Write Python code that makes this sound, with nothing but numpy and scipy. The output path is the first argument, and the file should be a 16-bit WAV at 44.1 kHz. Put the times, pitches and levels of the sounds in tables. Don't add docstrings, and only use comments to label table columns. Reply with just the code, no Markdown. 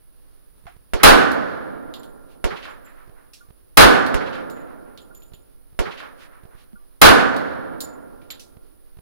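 import sys
import numpy as np
from scipy import signal
from scipy.fft import rfft, irfft, next_fast_len
from scipy.io import wavfile

SR = 44100
rng = np.random.default_rng(int(sys.argv[2]) if len(sys.argv) > 2 else 0)


def write(x):
    x = np.atleast_2d(x).T
    wavfile.write(sys.argv[1], SR, np.round(np.clip(x, -1, 1) * 32767).astype(np.int16))


N = 397341
LENGTH = 110250
AGE = np.arange(LENGTH) / SR


def undb(db):
    return 10 ** (np.asarray(db) / 20)


def level(x, db):
    return x * undb(db) / np.sqrt(np.mean(x ** 2))


def fade(t60):
    return np.exp(-np.log(1000) * AGE / t60)


def add(out, s, x):
    start = max(int(s * SR), 0)
    part = x[..., :out.shape[-1] - start]
    out[:, start:start + part.shape[-1]] += part


def shape(x, gain):
    size = next_fast_len(x.shape[-1], True)
    hz = np.maximum(np.fft.rfftfreq(size, 1 / SR), 1)
    return irfft(rfft(x, size) * gain(hz), size)[..., :x.shape[-1]]


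def along(hz, points):
    f, value = np.transpose(points)
    return np.interp(np.log(hz), np.log(f), value)


def bell(hz, centre_hz, octaves):
    return 1 / (1 + (np.log2(hz / centre_hz) / octaves) ** 2 / 2) ** 2


def wander(rate, size=LENGTH):
    steps = np.arange(size) / SR * min(rate, 200)
    return np.interp(steps, np.arange(2000), rng.standard_normal(2000))


SPACING_M = 0.13


def diffuse(size=LENGTH):
    likeness = lambda hz: np.sinc(2 * hz * SPACING_M / 343)
    mid = shape(rng.standard_normal(size), lambda hz: np.sqrt(1 + likeness(hz)))
    side = shape(rng.standard_normal(size), lambda hz: np.sqrt(1 - likeness(hz)))
    return np.array([mid + side, mid - side]) / np.sqrt(2)


def decay(noise, table, swell_cycles=0):
    table, out, age = np.array(table), 0, AGE.astype(np.float32)
    spectrum = rfft(noise.astype(np.float32))
    hz = np.maximum(np.fft.rfftfreq(LENGTH, 1 / SR), 1).astype(np.float32)
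    for centre in (25 * 2 ** (np.arange(29) / 3)).tolist():
        octaves_away = np.abs(np.log2(hz / centre))
        window = np.cos(np.pi / 2 * np.minimum(3 * octaves_away, 1)) ** 2
        gain = undb(along(centre, table[:, :2])) * np.sqrt(SR / 2 / centre / np.log(2))
        t60 = along(centre, table[:, ::2])
        envelope = float(gain) * np.exp(-age * float(np.log(1000) / t60))
        if swell_cycles:
            envelope *= 1 - np.exp(-age * float(max(centre, 250) / swell_cycles))
        out = out + irfft(spectrum * window, LENGTH) * envelope
    return out


def modes(rows):
    turn = rng.uniform(0, 2 * np.pi, (len(rows), 2, 1))
    out = 0
    for (hz, db, t60), phase in zip(rows, turn):
        out = out + undb(db) * fade(t60) * np.sin(2 * np.pi * hz * AGE + phase)
    return out


def tap(centre_hz, octaves, t60, direct_db, size=16384):
    noise = level(shape(diffuse(size), lambda hz: bell(hz, centre_hz, octaves)), 0)
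    contact = undb(direct_db) * np.exp(-AGE[:size] / 0.012)
    return noise * (contact + fade(t60)[:size])


ECHO_SWELL_S, ECHO_T60_S, ECHO_OCTAVES = .03, .62, .68


def echoes(table):
    out = np.zeros((2, LENGTH))
    for delay, db, centre_hz in table:
        smear = np.sqrt(delay)
        echo = tap(centre_hz, ECHO_OCTAVES, ECHO_T60_S * smear, direct_db=-21.0)
        swell = 1 - np.exp(-AGE[:echo.shape[1]] / (ECHO_SWELL_S * smear))
        add(out, delay, undb(db) * echo * swell)
    return out


# (frequency [Hz], relative level per hertz [dB])
AIR_COLOUR = [(12, -4), (22, 0.5), (60, -19), (150, -27), (330, -21.5), (520, -25), (750, -33),
              (1400, -34.5), (2200, -42), (5000, -42.5), (8000, -52), (12000, -75.5)]
# (frequency [Hz], relative level per hertz [dB])
HISS_COLOUR = [(7000, -25.5), (8800, -21.5), (9800, 0), (11000, -10), (12500, -8), (14500, -4), (15500, -4),
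               (16200, -25.5)]


def background():
    air = level(shape(diffuse(N), lambda hz: undb(along(hz, AIR_COLOUR))), -52.5)
    air = air * undb(1.1 * wander(17.0, size=N))
    breeze = shape(rng.standard_normal((2, N)), lambda hz: bell(hz, centre_hz=25, octaves=1.7))
    breeze = level(breeze, -63.5) * undb(2.5 * wander(1.5, size=N))
    hiss = level(shape(rng.standard_normal((2, N)), lambda hz: undb(along(hz, HISS_COLOUR))), -64.0)
    whine = undb(-70.5) * np.sin(2 * np.pi * 9717.5 * np.arange(N) / SR)
    return air + breeze + hiss + whine * np.array([[1], [-1]])


# (time [s], draw level [dB], push level [dB])
HAND_SHIFTS = [(0.638, -48, -37.5), (0.747, -60.5, -40.5), (3.077, -43, -39), (3.487, -44.5, -38),
               (5.32, -40.5, -38), (5.729, -44.5, -46), (6.435, -39.5, -37.5), (6.532, -56, -42),
               (8.551, -55, -38), (8.970, -40, -36.5)]
SHIFT_S, PUFF_S = 0.018, .0036
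TOUCH_COUNT, TOUCH_DB = 6, -53


def grip():
    out = np.zeros((2, N))
    puff = signal.lfilter(*signal.butter(1, 14, "high", fs=SR), 1. * (AGE < PUFF_S))
    puff = signal.lfilter(*signal.butter(1, 7000, fs=SR), puff)
    right = out[1:]
    for s, draw_db, push_db in HAND_SHIFTS:
        add(right, s, -undb(draw_db) * puff)
        add(right, s + SHIFT_S, undb(push_db) * puff)
    for when, strength in rng.random((TOUCH_COUNT, 2)):
        add(right, when * N / SR, undb(TOUCH_DB) * strength * puff)
    return out


# (time [s], level [dB], centre [Hz])
METAL_CLICKS = [(0.667, -45, 1320), (3.3341, -44.5, 5100), (8.216, -59, 2200), (8.303, -46, 1810),
                (8.396, -43, 5380)]
CLICK_OCTAVES, CLICK_T60_S = 0.99, .26
# (multiple of its centre, level relative to it [dB], t60 [s])
METAL_TONES = [(.485, -10, .1), (.53, -6.5, .1), (1.02, -10, .17), (1.08, -5, 0.19)]
# (time [s], level [dB], centre [Hz])
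HOLLOW_KNOCKS = [(.668, -38, 724), (6.732, -41.5, 205)]
KNOCK_OCTAVES, KNOCK_T60_S = 0.17, .12
# (time [s], level before the fades [dB])
STANCE_RUSTLES = [(2.324, -61.5), (6.227, -51.5), (6.606, -58.5)]
RUSTLE_S, RUSTLE_HZ = .04, 2590


def clicks_knocks_and_rustles():
    out = np.zeros((2, N))
    for s, db, centre_hz in METAL_CLICKS:
        add(out, s, undb(db) * tap(centre_hz, CLICK_OCTAVES, CLICK_T60_S, direct_db=-27))
        tones = [(centre_hz * multiple, tone_db, t60) for multiple, tone_db, t60 in METAL_TONES]
        add(out, s, undb(db) * modes(tones))
    for s, db, centre_hz in HOLLOW_KNOCKS:
        add(out, s, undb(db) * tap(centre_hz, KNOCK_OCTAVES, KNOCK_T60_S, direct_db=-18))
    for s, db in STANCE_RUSTLES:
        rub = level(shape(diffuse(size=16384), lambda hz: bell(hz, RUSTLE_HZ, octaves=1.1)), db)
        rise_and_fall = np.exp(-(AGE[:rub.shape[1]] / RUSTLE_S - 2) ** 2)
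        add(out, s - 2 * RUSTLE_S, rub * rise_and_fall)
    return out


# (time [s], level [dB])
SECOND_GUN_SHOTS = [(0.9349, -0.5), (2.4417, 0), (4.1424, 0), (5.7905, 0)]
# (frequency [Hz], level per octave [dB], t60 [s])
SECOND_GUN_CRACK = [(40, -28, 0.25), (153, -30, 0.022), (404, -22, 0.4), (750, -27, 0.25),
                    (1500, -27, 0.14), (2430, -26.5, 0.099), (4030, -35.5, 0.33), (6950, -33.5, 0.13),
                    (10850, -34.5, .09), (15870, -44, .08)]
# (delay [s], level [dB], centre [Hz])
SECOND_GUN_ECHOES = [(.061, -26, 1500), (.07, -28.5, 150), (.083, -27, 800), (.115, -33.5, 2305),
                     (.18, -34.5, 2600), (.215, -37, 528.5), (.228, -32.5, 1250), (.41, -45, 1400),
                     (.522, -45.5, 1200), (.645, -49, 450), (.71, -50.5, 1176)]
SLAP_DELAY_S, SLAP_DB, SLAP_HZ, SLAP_T60_S = .2125, -29.5, 1320, 0.035
# (frequency [Hz], relative level per octave [dB], t60 [s])
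BERM_ROLL = [(30, -39.5, 2.5), (105, -31, 2.6), (208, -24.5, 2.4), (272, -19, 2.8), (375, -24.5, 2.7),
             (514, -15.5, 2.23), (890, -22, 2.085), (1540, -12.5, 1.59), (2370, -28.5, 1.4),
             (4230, -25.5, 1.1), (7000, -35, 0.94), (16000, -48, 1)]
# (frequency [Hz], level [dB], t60 [s])
STEEL_PLATE = [(1433, -35, 0.061), (1170, -54.5, 0.41)]


def second_gun():
    out, pulse_s = np.zeros((2, N)), .0018
    shot = decay(diffuse(), SECOND_GUN_CRACK)
    pulse = (1 - np.exp(-AGE / 0.00016)) * (1 - AGE / pulse_s) * np.exp(-AGE / pulse_s)
    shot -= undb(-6.5) * pulse
    swing = np.sin(2 * np.pi * 70 * AGE) * np.exp(-((AGE - .008) / 0.012) ** 2)
    shot -= undb(-16.5) * swing
    shot += echoes(SECOND_GUN_ECHOES)
    slap = tap(SLAP_HZ, octaves=0.57, t60=SLAP_T60_S, direct_db=-21.0)
    add(shot, SLAP_DELAY_S, undb(SLAP_DB) * slap)
    shot += undb(-24.5) * decay(diffuse(), BERM_ROLL) * (1 - np.exp(-AGE / 0.015))
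    ping = modes(STEEL_PLATE) * (1 - np.exp(-(AGE / 0.0077) ** 2))
    add(shot, .963, ping)
    for s, db in SECOND_GUN_SHOTS:
        add(out, s, undb(db) * shot)
    return out


# (time [s], level [dB], centre of the thump [Hz])
PISTOL_SHOTS = [(1.031, -1.5, 22.01), (3.7699, -1.5, 45), (7.0142, -1, 50)]
# (frequency [Hz], level per octave [dB], t60 [s])
MUZZLE_BLAST = [(40, -16.5, 0.28), (196, -6, 0.37), (1210, 7, 0.11), (4000, 0, 0.09), (8850, 7.5, 0.031),
                (16000, 8, 0.046)]
# (frequency [Hz], level per octave [dB], t60 [s])
ROOF_REVERB = [(30, -27, 0.41), (110, -17.5, 0.18), (250, -2.5, 0.78), (700, -3, 0.58), (1110, -2, 0.68),
               (1580, -2.5, 0.75), (2000, -11, 0.73), (4230, -5, 0.4), (7040, -17, 0.49), (11000, -10, .32),
               (16000, -16, 0.29)]
# (frequency [Hz], relative level [dB], t60 [s])
SHELTER_TONES = [(176.3, -30.5, 1.8), (259.6, -26.5, 2.4), (295, -19.5, 1.6), (682, -2.5, 0.49),
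                 (896, -11.5, 0.31), (773.6, -13, 0.96), (1017, -7.5, 0.4), (1078, -14, 0.65),
                 (1185, -10.5, 0.85), (1276, -10, 0.52), (1390, -25, 2.2), (1496, -9.5, 0.96),
                 (1530, -13.5, 1.1), (1735, -12, 0.22), (2306, -22, 0.28)]
# (delay [s], level [dB], centre [Hz])
BANK_RETURNS = [(.14, -11.5, 380.5), (.175, -17, 1658), (.295, -20, 650), (.43, -48.5, 2967)]


def pistol():
    out, near_paths, far_paths = np.zeros((2, N)), diffuse(), diffuse()
    sway = .5
    same, changed = np.cos(sway), np.sin(sway)
    blast = decay(diffuse(), MUZZLE_BLAST) * (1 - np.exp(-(AGE / 0.0052) ** 2))
    shelter = modes(SHELTER_TONES) * undb(-2.5) * (1 - np.exp(-AGE / .03))
    banks = echoes(BANK_RETURNS)
    terrain = undb(0.5 * wander(66))
    for s, db, _ in PISTOL_SHOTS:
        roof = decay(same * near_paths + changed * diffuse(), ROOF_REVERB, swell_cycles=28)
        roof *= 1 + undb(-1.5) * np.exp(-((AGE - .05) / 0.045) ** 2)
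        berms = decay(same * far_paths + changed * diffuse(), BERM_ROLL)
        berms = berms * (1 - np.exp(-AGE / 0.052))
        add(out, s, undb(db) * (blast + shelter + banks + terrain * (roof + berms)))
    return out


def overload_thump():
    out = np.zeros((2, N))
    rise_and_fall = np.exp(-((AGE - .055) / .05) ** 2)
    for s, db, thump_hz in PISTOL_SHOTS:
        thump = shape(rng.standard_normal((2, LENGTH)), lambda hz: bell(hz, thump_hz, octaves=1.2))
        add(out, s, level(thump, db - 16.5) * rise_and_fall)
    return out


# (time [s], tick level [dB], snap level [dB], ring level [dB])
CASE_BOUNCES = [(1.316, -43, -45, -64.5), (1.939, -42, -53.5, -47), (2.032, -54, -56.5, -56),
                (2.69, -69, -74, -62), (2.847, -72.5, -66, -55), (4.0643, -40, -46, -64),
                (4.499, -55, -51.5, -44.5), (4.9754, -48, -58.5, -55), (5.148, -63.5, -61, -47.5),
                (5.221, -61.5, -66, -53), (5.335, -55.5, -66, -54), (7.3642, -42, -48, -70),
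                (7.805, -38.5, -34, -35), (8.304, -38.5, -54, -47)]
CASE_PITCHES = [7230, 7070, 7070]
TICK_HZ, USUAL_SNAP_DB, SNAP_DB_PER_OCTAVE = 3740, -51, 84
# (multiple of the tick centre, relative level [dB], t60 [s])
FLOOR_CLINK = [(.86, -7, 0.096), (1, -2, 0.16), (1.08, -11, .19)]
# (multiple of the ring pitch, relative level [dB], t60 [s])
BRASS_TONES = [(1, 0, .27), (1.006, -6, .22), (1.678, -6, .18), (1.688, -5, .2)]


def cases():
    out, fired = np.zeros((2, N)), [shot[0] for shot in PISTOL_SHOTS]
    for s, tick_db, snap_db, ring_db in CASE_BOUNCES:
        ring_hz = CASE_PITCHES[np.searchsorted(fired, s) - 1]
        tick_hz = TICK_HZ * 2 ** ((snap_db - USUAL_SNAP_DB) / SNAP_DB_PER_OCTAVE)
        add(out, s, undb(tick_db - 3.5) * tap(tick_hz, octaves=0.38, t60=0.27, direct_db=2))
        clink = modes([(tick_hz * multiple, db, t60) for multiple, db, t60 in FLOOR_CLINK])
        add(out, s, undb(tick_db - 6.0) * clink)
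        add(out, s, undb(snap_db - 1.5) * tap(9100, octaves=1.0, t60=0.2, direct_db=1))
        first_touch = tap(tick_hz, octaves=0.73, t60=0.0074, direct_db=-30)
        add(out, s, undb(tick_db + 10.5) * first_touch)
        ring = modes([(ring_hz * multiple, db, t60) for multiple, db, t60 in BRASS_TONES])
        ring = ring * (1 - np.exp(-AGE / 0.0035))
        tumble = undb(6.4 * wander(68))
        add(out, s, undb(ring_db + 2) * ring * tumble)
    return out


def scene():
    near = pistol() + overload_thump() + cases()
    return background() + grip() + clicks_knocks_and_rustles() + second_gun() + near


# (frequency [Hz], level [dB])
PORT_COLOUR = [(20, 2.5), (1500, -1.5), (4500, -1.5), (6300, -4.5), (8200, -5), (9800, 0.5), (15000, -3)]
TOP_HZ = 16100


def record(dry):
    headroom, lopsided, ceiling = 1.25, .04, .95
    wired = dry * np.array([[undb(-0.5)], [-undb(3.5)]])
    bent = np.tanh(wired / headroom)
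    saturated = headroom * (bent - lopsided * bent ** 2)
    coloured = shape(saturated, lambda hz: undb(along(hz, PORT_COLOUR)))
    clipped = np.clip(coloured, -ceiling, ceiling)
    return signal.sosfilt(signal.ellip(8, .2, 70, TOP_HZ, fs=SR, output="sos"), clipped)


dry = scene()
out = record(dry)
write(out)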